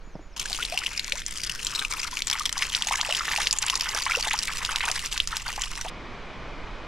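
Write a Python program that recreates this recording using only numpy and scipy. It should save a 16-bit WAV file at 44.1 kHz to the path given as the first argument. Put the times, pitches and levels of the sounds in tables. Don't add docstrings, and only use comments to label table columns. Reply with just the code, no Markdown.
import sys
import numpy as np
from scipy import signal
from scipy.fft import rfft, irfft
from scipy.io import wavfile
from scipy.ndimage import uniform_filter1d, map_coordinates

SR = 44100
rng = np.random.default_rng(int(sys.argv[2]) if len(sys.argv) > 2 else 0)


def to_wav(sig):
    pcm = np.clip(np.atleast_2d(sig), -1, 1) * 32767
    pcm = np.round(pcm).astype(np.int16)
    wavfile.write(sys.argv[1], SR, pcm.T)


N = 302967

# start in seconds, end in seconds.
STREAM_SPAN = (.363, 5.899)
# start in seconds, peak in dB, pitch at the loudest moment in Hz, length in cycles.
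BUBBLES = [(0.5062, -35, 720, 5), (0.455, -23.5, 1630, 19), (0.588, -23, 1226, 4.9), (0.598, -25, 1410, 29),
           (0.7215, -27.5, 660, 10), (0.816, -26, 1340, 10), (1.1284, -38, 546, 14),
           (1.154, -31, 990, 12.5), (1.817, -18, 1640, 1.1), (1.9222, -24.5, 2180, 17),
           (1.939, -28, 1164, 6.3), (2.048, -26, 1280, 7.3), (2.126, -32.5, 1010, 16),
           (2.304, -39, 852, 21), (2.4047, -25, 1156, 16), (2.8673, -28.5, 785, 5.9),
           (2.9101, -18, 886, 5.3), (2.935, -18.5, 2140, 16), (3.0873, -24.5, 611, 7.1),
           (3.1107, -38, 655, 18), (3.2065, -19.5, 1287, 11), (3.281, -12.5, 1648, 2),
           (3.315, -17.5, 1830, 5.3), (3.334, -18.5, 2000, 5.6), (3.3826, -22, 827, 6.1),
           (3.403, -13.5, 1620, 1.7), (3.633, -27, 1490, 24), (3.732, -23.5, 1058, 13),
           (3.859, -21.5, 1590, 3.7), (3.947, -27, 584, 3.3), (4.063, -20, 1036, 8.9),
           (4.0643, -16.5, 2080, 6.6), (4.0945, -20.5, 1347, 22), (4.1733, -27, 529, 7.2),
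           (4.2714, -23, 750, 1.6), (4.3098, -13, 2110, 6.1), (4.3379, -23.5, 897, 11.5),
           (4.48, -18.5, 2040, 5.8), (4.495, -19.5, 1440, 3.8), (4.691, -17, 1370, 5.4),
           (4.8067, -14, 1930, 3.2), (4.875, -23.5, 887, 4.4), (4.8799, -19.5, 1497, 9.2),
           (4.8954, -29.5, 720, 9.1), (5.3257, -21, 1306, 14), (5.4598, -27, 1460, 19),
           (5.486, -24, 919, 4), (5.579, -24, 880, 2.1), (5.849, -25, 670, 1.6)]
# start in seconds, peak of the pop in dB,
# its middle pitch in Hz, upward sweep in octaves, length in ms.
SPLATS = [(0.3973, -18, 5900, 0.82, 2.3), (0.5292, -14.4, 4460, 0.75, 2.1), (0.6282, -19, 3220, 0.55, 2.9),
          (0.6504, -15.5, 4170, 0.8, 2.2), (0.775, -14, 2800.0, 0.3, 2.8), (0.7885, -20.5, 4500, 1.6, 2.05),
          (0.8617, -16.5, 3120, 0.9, 5), (0.867, -18, 2880, 0.35, 3), (0.976, -16.5, 5200, 0.41, 2.7),
          (0.9944, -15.6, 3940.0, 0.92, 3.3), (1.1214, -10.5, 2980, 1.9, 2.2),
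          (1.2629, -16.5, 6330, 1.2, 2.8), (1.4958, -17.5, 2810, 0.05, 2.6), (1.6477, -16, 7500, 0.05, 1.9),
          (1.6681, -15, 3980, 1.4, 1.4), (1.75, -17, 3940.0, 0.5, 1.9), (1.7572, -19.5, 3970, 0.49, 4.8),
          (1.7926, -14, 3600, 0.05, 2), (1.849, -15, 2620, 0.05, 2.4), (2.1706, -14.3, 2760, 0.05, 1.7),
          (2.2204, -13.5, 3900, 2.4, 1.9), (2.2704, -12.5, 7300, 0.05, 1.2),
          (2.2996, -11.5, 4100, 1.9, 1.3), (2.3124, -11, 5270.0, 0.05, 1.5), (2.3284, -14, 3470, 0.05, 2.4),
          (2.3955, -15, 5760, 0.68, 0.88), (2.455, -12.8, 3460, 0.3, 1.63),
          (2.4591, -15.5, 3260, 0.05, 2.8), (2.493, -18, 3700, 0.05, 1.3), (2.5267, -14, 6500, 1.66, 1.34),
          (2.5788, -16, 4740, 0.05, 0.83), (2.621, -13.5, 2380, 1.4, 5.6), (2.748, -10.5, 3730, 1.74, 3.9),
          (2.822, -11, 3240.0, 0.05, 1.6), (2.8715, -12.5, 6500, 0.05, 1.5), (3.0117, -11, 4420, 2, 3),
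          (3.0479, -20, 2800.0, 0.05, 2.8), (3.109, -16.5, 3020, 0.05, 3), (3.1243, -14, 2850, 0.05, 2.6),
          (3.1486, -12.1, 3170, 0.05, 2.1), (3.3615, -12.8, 2480, 0.3, 1.8),
          (3.3753, -14, 2670.0, 0.27, 1.1), (3.4694, -11.0, 3470, 2.5, 4.6),
          (3.5099, -8.5, 5020.0, 0.35, 1.34), (3.5274, -9.5, 6800, 1.4, 0.94),
          (3.586, -12, 7200, 0.72, 2.5), (3.6643, -16, 7780.0, 0.82, 2.1), (3.6992, -5.5, 3220, 0.41, 0.98),
          (3.754, -13.5, 5540.0, 1.25, 3.1), (3.809, -13, 5300, 0.05, 2.6),
          (3.9476, -14.5, 5440, 0.046, 1.7), (4.1098, -14.5, 2410, 0.05, 2.7),
          (4.118, -14, 2310.0, 0.3, 5.3), (4.15, -13.5, 2710, 0.05, 5.4), (4.225, -17.5, 4500, 0.05, 4.1),
          (4.3896, -7.5, 5150, 0.05, 0.75), (4.6488, -13, 4050, 1.9, 2.6), (4.7591, -12, 3480, 2.4, 1.9),
          (4.9146, -10, 5860, 1.5, 1.2), (5.1256, -14.5, 3140, 0.05, 1.6), (5.1767, -15, 4060, 2.1, 2.6),
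          (5.2009, -7, 3220, 0.9, 2.8), (5.2739, -13.5, 5700, 1.8, 1.2), (5.3677, -14, 4740, 3.6, 1.46),
          (5.4798, -22, 4560.0, 0.05, 4), (5.6186, -13, 7040, 0.05, 1.2),
          (5.6364, -18.1, 3240.0, 0.05, 2.6), (5.8114, -19.5, 5830, 0.05, 3.1)]
# time in seconds, spatter in dB, gurgle of small bubbles above the spatter in dB.
FLOW = [(.36, -34.5, -26), (.9, -36, -4.5), (1.3, -37, -15.5), (1.9, -33, -11), (2.5, -34.5, -5.5),
        (3, -32, -1.5), (3.5, -31.5, -9), (4, -32, -3), (4.5, -33.5, -4), (5, -32.5, -6),
        (5.5, -35.5, -5.5), (5.9, -41, -3.5)]
# centre in seconds, length in seconds.
LULLS = [(1.249, 0.046), (1.888, 0.034), (2.102, 0.021), (2.241, 0.06), (2.51, 0.065), (3.592, 0.03),
         (5.103, 0.028), (5.242, 0.1), (5.44, 0.026)]
# frequency in Hz, relative density in dB per Hz.
SPRAY = [(240, -14.5), (450, -3), (710, -16.5), (911, 2), (1720, 0), (2780, -1), (4230, -3.5), (5340, 0.5),
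         (12000, -15), (14900, -36), (16300, -53)]
# frequency in Hz, left-right likeness from 0 to 1.
SPRAY_SAME = [(60, 0.53), (550, 0.49), (15000, 1)]
# frequency in Hz, left minus right in dB.
SPRAY_LEAN = [(5000, 0.2), (9000, 1), (15000, 3.5)]
# time in seconds, delay in ms, level in dB.
LOG_ECHO = [(.5, .27, -7), (1.2, .51, -6), (1.8, .76, -6), (2.8, 1.05, -18)]
# time in seconds, left minus right in dB.
TURN = [(.4, 2), (2, 3), (3.3, 0), (5.9, 0)]
# start in seconds, held note in seconds, level before flutter in dB.
CALLS = [(.033, .05, -63), (.205, .064, -63)]
# start in seconds, length in seconds, pitch in Hz, level before flutter in dB.
PEEP = (.004, .026, 4290, -61)
# start in seconds, level in dB, pitch the thump settles to in Hz.
STEPS = [(0.073, -38, 180), (0.1526, -25.5, 170), (0.193, -33, 307)]
# frequency in Hz, relative density in dB per Hz.
TRACK_AIR = [(53, -34), (90, -16), (210, -10), (345, -8.5), (977, -12.5), (2450, -17), (2650, -21.5),
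             (6720, -30), (7330, -40), (16000, -53)]
GLADE_AIR = [(53, -20), (90, 7), (721, -7), (926, -47), (1800, -7), (2730, -1), (5560, -11.5), (9000, -13),
             (11700, -23), (19800, -120)]
FALLS_AIR = [(90, -6.5), (460, -8.5), (800, -11), (1070, -9), (1540, -13), (1640, -15), (2520, -13),
             (2640, -23), (2900, -17.5), (5900, -31.5), (8700, -47), (15500, -73)]
# frequency in Hz, left-right likeness from 0 to 1.
AIR_SAME = [(60, 0.78), (180, 1), (3000, 0.96), (15000, 0.67)]
# frequency in Hz, relative level in dB.
WIND = [(8.0, 2), (32, 0), (47, -3), (81, -17), (140, -22), (180, -18.5), (310, -120)]
# time in seconds, mean level of the two sides in dB.
GUSTS = [(0, -43), (1, -42.5), (2.2, -42), (4, -42.5), (4.7, -38), (5.3, -38.5), (5.8, -37.5), (6.2, -43),
         (6.6, -36.5), (6.87, -43)]

TRACK_DB, GLADE_DB, FALLS_DB = -54, -49, -40.5
GLIDE = 0.055
FIZZ_PER_S, FIZZ_CYCLES = 1100, 8
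PLINKS_PER_S, PLINK_CYCLES = 650, 13
SLAP_DB, SLAP_FOLLOW, SLAP_DB_PER_MS, SLAP_SPREAD_DB = -17.5, 0.31, -2, 2.5
DROPS_PER_S, DROP_SPREAD_DB = 130, 4.5
CLUMP_S, SPLUTTER_S = .006, .002
LULL_DB = -13.5
SPRAY_PATCHY_DB, SPRAY_STEADY = 2.6, .36
LEFT_LAG_S = 1.6e-5
SLIDE_S, SWOOP_S = .02, .064
SLIDE_DB, FADE_DB, SWELL_DB = -3, -10, 10
SLIDE_HZ, HOLD_HZ, SWOOP_HZ, SWOOP_BEND = 6600, 6900, 4600, 1.4
STEP_T60 = 0.04
WIND_OWN = .4
EDGE_HZ = 16300


def stream():
    running = breaks()
    level = amp(curve(FLOW, axis=1)) * running
    slaps = []
    for (s, db, *_, ms), luck in zip(SPLATS, rng.uniform(-1.6, 1, len(SPLATS))):
        slaps.append((s, SLAP_DB + SLAP_FOLLOW * db + SLAP_DB_PER_MS * ms + SLAP_SPREAD_DB * luck))
    force = slugs(slaps, -24.0, 0.0018, 8.9, CLUMP_S, SPLUTTER_S)
    churn = slugs(BUBBLES, -16.5, 0.02, 8.3, 0.029, 0.0075)

    fizz = small_bubbles(force, 1903, 13500, FIZZ_PER_S, 8.3, FIZZ_CYCLES)
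    plinks = small_bubbles(churn, 756, 3497, PLINKS_PER_S, 4.9, PLINK_CYCLES)
    out = level * amp(-3.5) * fizz
    out += level * amp(curve(FLOW, axis=2)) * plinks

    large = gurgle()
    for s, db, *ring in SPLATS:
        add(large, s, amp(db) * pop(*ring))
    out += large + amp(-11) * stones(large)

    spray = hiss(SPRAY, SPRAY_SAME, SPRAY_PATCHY_DB)
    out += level * amp(-8.5) * (evened(force) + SPRAY_STEADY) * spray
    treble = signal.sosfilt(signal.butter(2, 1900, "high", fs=SR, output="sos"), spray)
    hits = slap_envelope(slaps) + level * lesser_drops(force)
    out += amp(13.5) * hits * evened(treble)

    out = lean(out + echo(out, LOG_ECHO))
    turned = out * amp(np.outer([.5, -.5], curve(TURN, axis=1)))
    return turned + amp(GLADE_DB) * hiss(GLADE_AIR, AIR_SAME, 0.89)


def breaks():
    t = np.arange(N) / SR
    return amp(LULL_DB * sum(np.exp(-(2 * (t - s) / long) ** 4) for s, long in LULLS))


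def slugs(events, usual_db, spray_s, clump_db, slow_s, quick_s):
    landed = np.zeros(N)
    for s, db, *_ in events:
        landed[round(s * SR)] += amp(db - usual_db) ** 2
    spray = fading(landed, spray_s)
    uneven = 0.5 * wander(slow_s) + 0.34 * wander(quick_s)
    clumps = amp(clump_db * np.tanh(uneven))
    gathering = fading(landed[::-1], 0.01)[::-1]
    clumps /= 1 + 1.2 * gathering
    return np.sqrt(0.25 * clumps ** 2 + uniform_filter1d(spray, size=60))


def slap_envelope(slaps):
    slap, t = np.zeros(N), np.arange(2000) / SR
    fall = amp(-60 * t / 0.0019) + .5 * amp(-60 * t / 0.015)
    for s, db in slaps:
        add(slap, s, amp(db) * fall * (1 - np.exp(-t / 0.0012)))
    return slap


def lesser_drops(force):
    sizes = amp(DROP_SPREAD_DB * np.minimum(rng.exponential(1, N), 3) - 15.5)
    fallen = rng.random(N) < DROPS_PER_S / SR * evened(force)
    return fading(sizes * fallen, 0.00096)


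def pop(hz, octaves, ms):
    u = np.arange(0, ms / 1000, 1 / SR) * 1000 / ms
    return np.sin(np.pi * u) * np.sin(2 * np.pi * np.cumsum(hz * 2 ** (octaves * (u - .5))) / SR)


def bubble(hz, cycles, glide):
    peak = cycles / hz / 3
    u = np.arange(round(7 * peak * SR)) / SR / peak
    return (u * np.exp(1 - u)) ** 2 * np.sin(2 * np.pi * hz * peak * (u + glide * (u ** 2 / 2 - u)))


def gurgle():
    out = np.zeros(N)
    for (s, db, hz, cycles), brood in zip(BUBBLES, rng.random((len(BUBBLES), 5, 4))):
        add(out, s, amp(db) * bubble(hz, cycles, GLIDE))
        for late, weak, high, long in brood:
            small_db = db - 4.0 - 2.0 * weak - hz / 300
            small_hz = hz * (0.852 + 0.22 * late + 1.35 * high ** 2)
            ring = bubble(small_hz, 3 + 9 * long, GLIDE)
            add(out, s + (18 * late - 2.5) / hz, amp(small_db) * ring)
    return out


def small_bubbles(force, lo_hz, hi_hz, per_s, spread_db, cycles):
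    out = np.zeros((2, N))
    draw, luck = rng.random((2, N))
    kind = rng.integers(0, 30, N)
    strength = amp(-spread_db * np.maximum(np.log(luck + 1e-9), -1.9))
    struck = strength * force * (draw < per_s / SR * force)
    traits = zip(np.geomspace(lo_hz, hi_hz, 30), *rng.random((3, 30)))
    for k, (hz, long, glide, spot) in enumerate(traits):
        length = cycles * (.5 + 0.79 * long) * (hz / 2000) ** .5
        ring = bubble(hz, length, 4.25 * GLIDE * glide ** 2)
        ring *= amp(read(SPRAY, hz)) * np.sqrt(hz) / np.linalg.norm(ring)
        heard = signal.oaconvolve(struck * (kind == k), ring)[:N]
        out += [heard, np.roll(heard, shift=round(2 * spot - 1.5))]
    return evened(out)


def stones(x):
    taps = rng.choice([-1., 1.], (2, 2600)) * (rng.random((2, 2600)) < .06)
    taps *= amp(-60 * np.arange(2600) / SR / 0.046)
    taps[:, :40] = 0
    return signal.fftconvolve(x[None], taps / np.linalg.norm(taps[0]), axes=1)[:, :N]


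def echo(x, path):
    at = np.arange(N) - curve(path, axis=1) * SR / 1000
    dull = signal.filtfilt(*signal.butter(1, 4000, fs=SR), x)
    return amp(curve(path, axis=2)) * np.array([map_coordinates(side, [at], order=1) for side in dull])


def lean(x):
    hz = np.fft.rfftfreq(N, 1 / SR)
    lag = np.exp(-2j * np.pi * np.outer([LEFT_LAG_S, 0], hz))
    return irfft(rfft(x) * lag * amp(np.outer([.5, -.5], read(SPRAY_LEAN, hz))), N)


def track():
    near = bird() + footfalls()
    return near + amp(TRACK_DB) * hiss(TRACK_AIR, AIR_SAME, 0.86)


def bird():
    notes = np.zeros(N)
    for s, held, db in CALLS:
        add(notes, s, call(held, db))
    s, long, hz, db = PEEP
    add(notes, s, whistle(np.arange(0, long, 1 / SR), hz, db))
    return notes * (.85 + .45 * wander(0.0016))


def call(held, db):
    t = np.arange(0, SLIDE_S + held + SWOOP_S, 1 / SR)
    slide, hold, swoop = (np.clip((t - s) / long, 0, 1) for s, long in
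                          [(0, SLIDE_S), (SLIDE_S, held), (SLIDE_S + held, SWOOP_S)])
    hz = SLIDE_HZ + (HOLD_HZ - SLIDE_HZ) * slide + (SWOOP_HZ - HOLD_HZ) * swoop ** SWOOP_BEND
    shape_db = SLIDE_DB * (1 - slide) + FADE_DB * (hold ** 2 - swoop ** 2) + SWELL_DB * swoop
    return whistle(t, hz, db + shape_db)


def whistle(t, hz, db):
    tone = np.sin(2 * np.pi * np.cumsum(hz + 0 * t) / SR)
    return amp(db) * tone * signal.windows.tukey(len(t), .15)


def footfalls():
    steps, t = np.zeros(N), np.arange(4000) / SR
    dull = signal.butter(3, [200, 800], "band", fs=SR, output="sos")
    for s, db, hz in STEPS:
        grit = evened(signal.sosfilt(dull, rng.standard_normal(len(t))))
        thump = np.sin(2 * np.pi * hz * (t + 0.0031 * (1 - np.exp(-t / 0.00059))))
        fade = amp(db - 60 * t / STEP_T60) * (1 - np.exp(-t / 0.0011))
        add(steps, s, fade * (thump + 0.47 * grit))
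    return steps


def falls():
    return amp(FALLS_DB) * hiss(FALLS_AIR, AIR_SAME, 0.2)


def wind():
    z = rfft(rng.standard_normal((2, N))) * amp(read(WIND, np.fft.rfftfreq(N, 1 / SR)))
    a, b = evened(irfft(z, N))
    sides = np.array([a, np.sqrt(1 - WIND_OWN ** 2) * a + WIND_OWN * b])
    return amp(curve(GUSTS, axis=1) + [[-1.7], [1.7]]) * sides


def hiss(spectrum, same, patchy_db):
    frames, hz = N // 256 + 5, np.fft.rfftfreq(1024, 1 / SR)
    a, b, c, d, patches = rng.standard_normal((frames, 513, 5)).T
    patches = uniform_filter1d(uniform_filter1d(patches, size=12, axis=0), size=14, axis=1)
    like = np.clip(read(same, hz), -1, 1)[:, None]
    left = a + 1j * b
    right = like * left + np.sqrt(1 - like ** 2) * (c + 1j * d)
    z = np.array([left, right]) * amp(read(spectrum, hz)[:, None] + patchy_db * evened(patches))
    return evened(signal.istft(z, nperseg=1024, noverlap=768)[1][:, :N])


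def wander(seconds):
    size = max(round(seconds * SR), 2)
    return evened(uniform_filter1d(uniform_filter1d(rng.standard_normal(N), size), size))


def fading(x, seconds):
    return signal.lfilter([1], [1, -np.exp(-1 / (seconds * SR))], x)


def amp(db):
    return 10 ** (np.asarray(db) / 20)


def evened(x):
    return x / np.sqrt(np.mean(x ** 2) + 1e-20)


def read(points, hz):
    f, value = np.transpose(points)
    return np.interp(np.log(hz + 1), np.log(f + 1), value)


def curve(rows, axis):
    rows = np.array(rows)
    return np.interp(np.arange(N) / SR, rows[:, 0], rows[:, axis])


def add(mix, s, sound):
    part = mix[..., round(s * SR):][..., :sound.shape[-1]]
    part += sound[..., :part.shape[-1]]


def scene():
    t = np.arange(N) / SR
    started, ended = (np.clip((t - s) / 0.0015, 0, 1) for s in STREAM_SPAN)
    places = stream() * (started - ended) + track() * (1 - started) + falls() * ended
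    return places + wind()


def record(dry):
    low_pass = signal.firwin(511, EDGE_HZ, window=("kaiser", 9), fs=SR)
    return signal.oaconvolve(dry, low_pass[None], "same")


dry = scene()
out = record(dry)
to_wav(out)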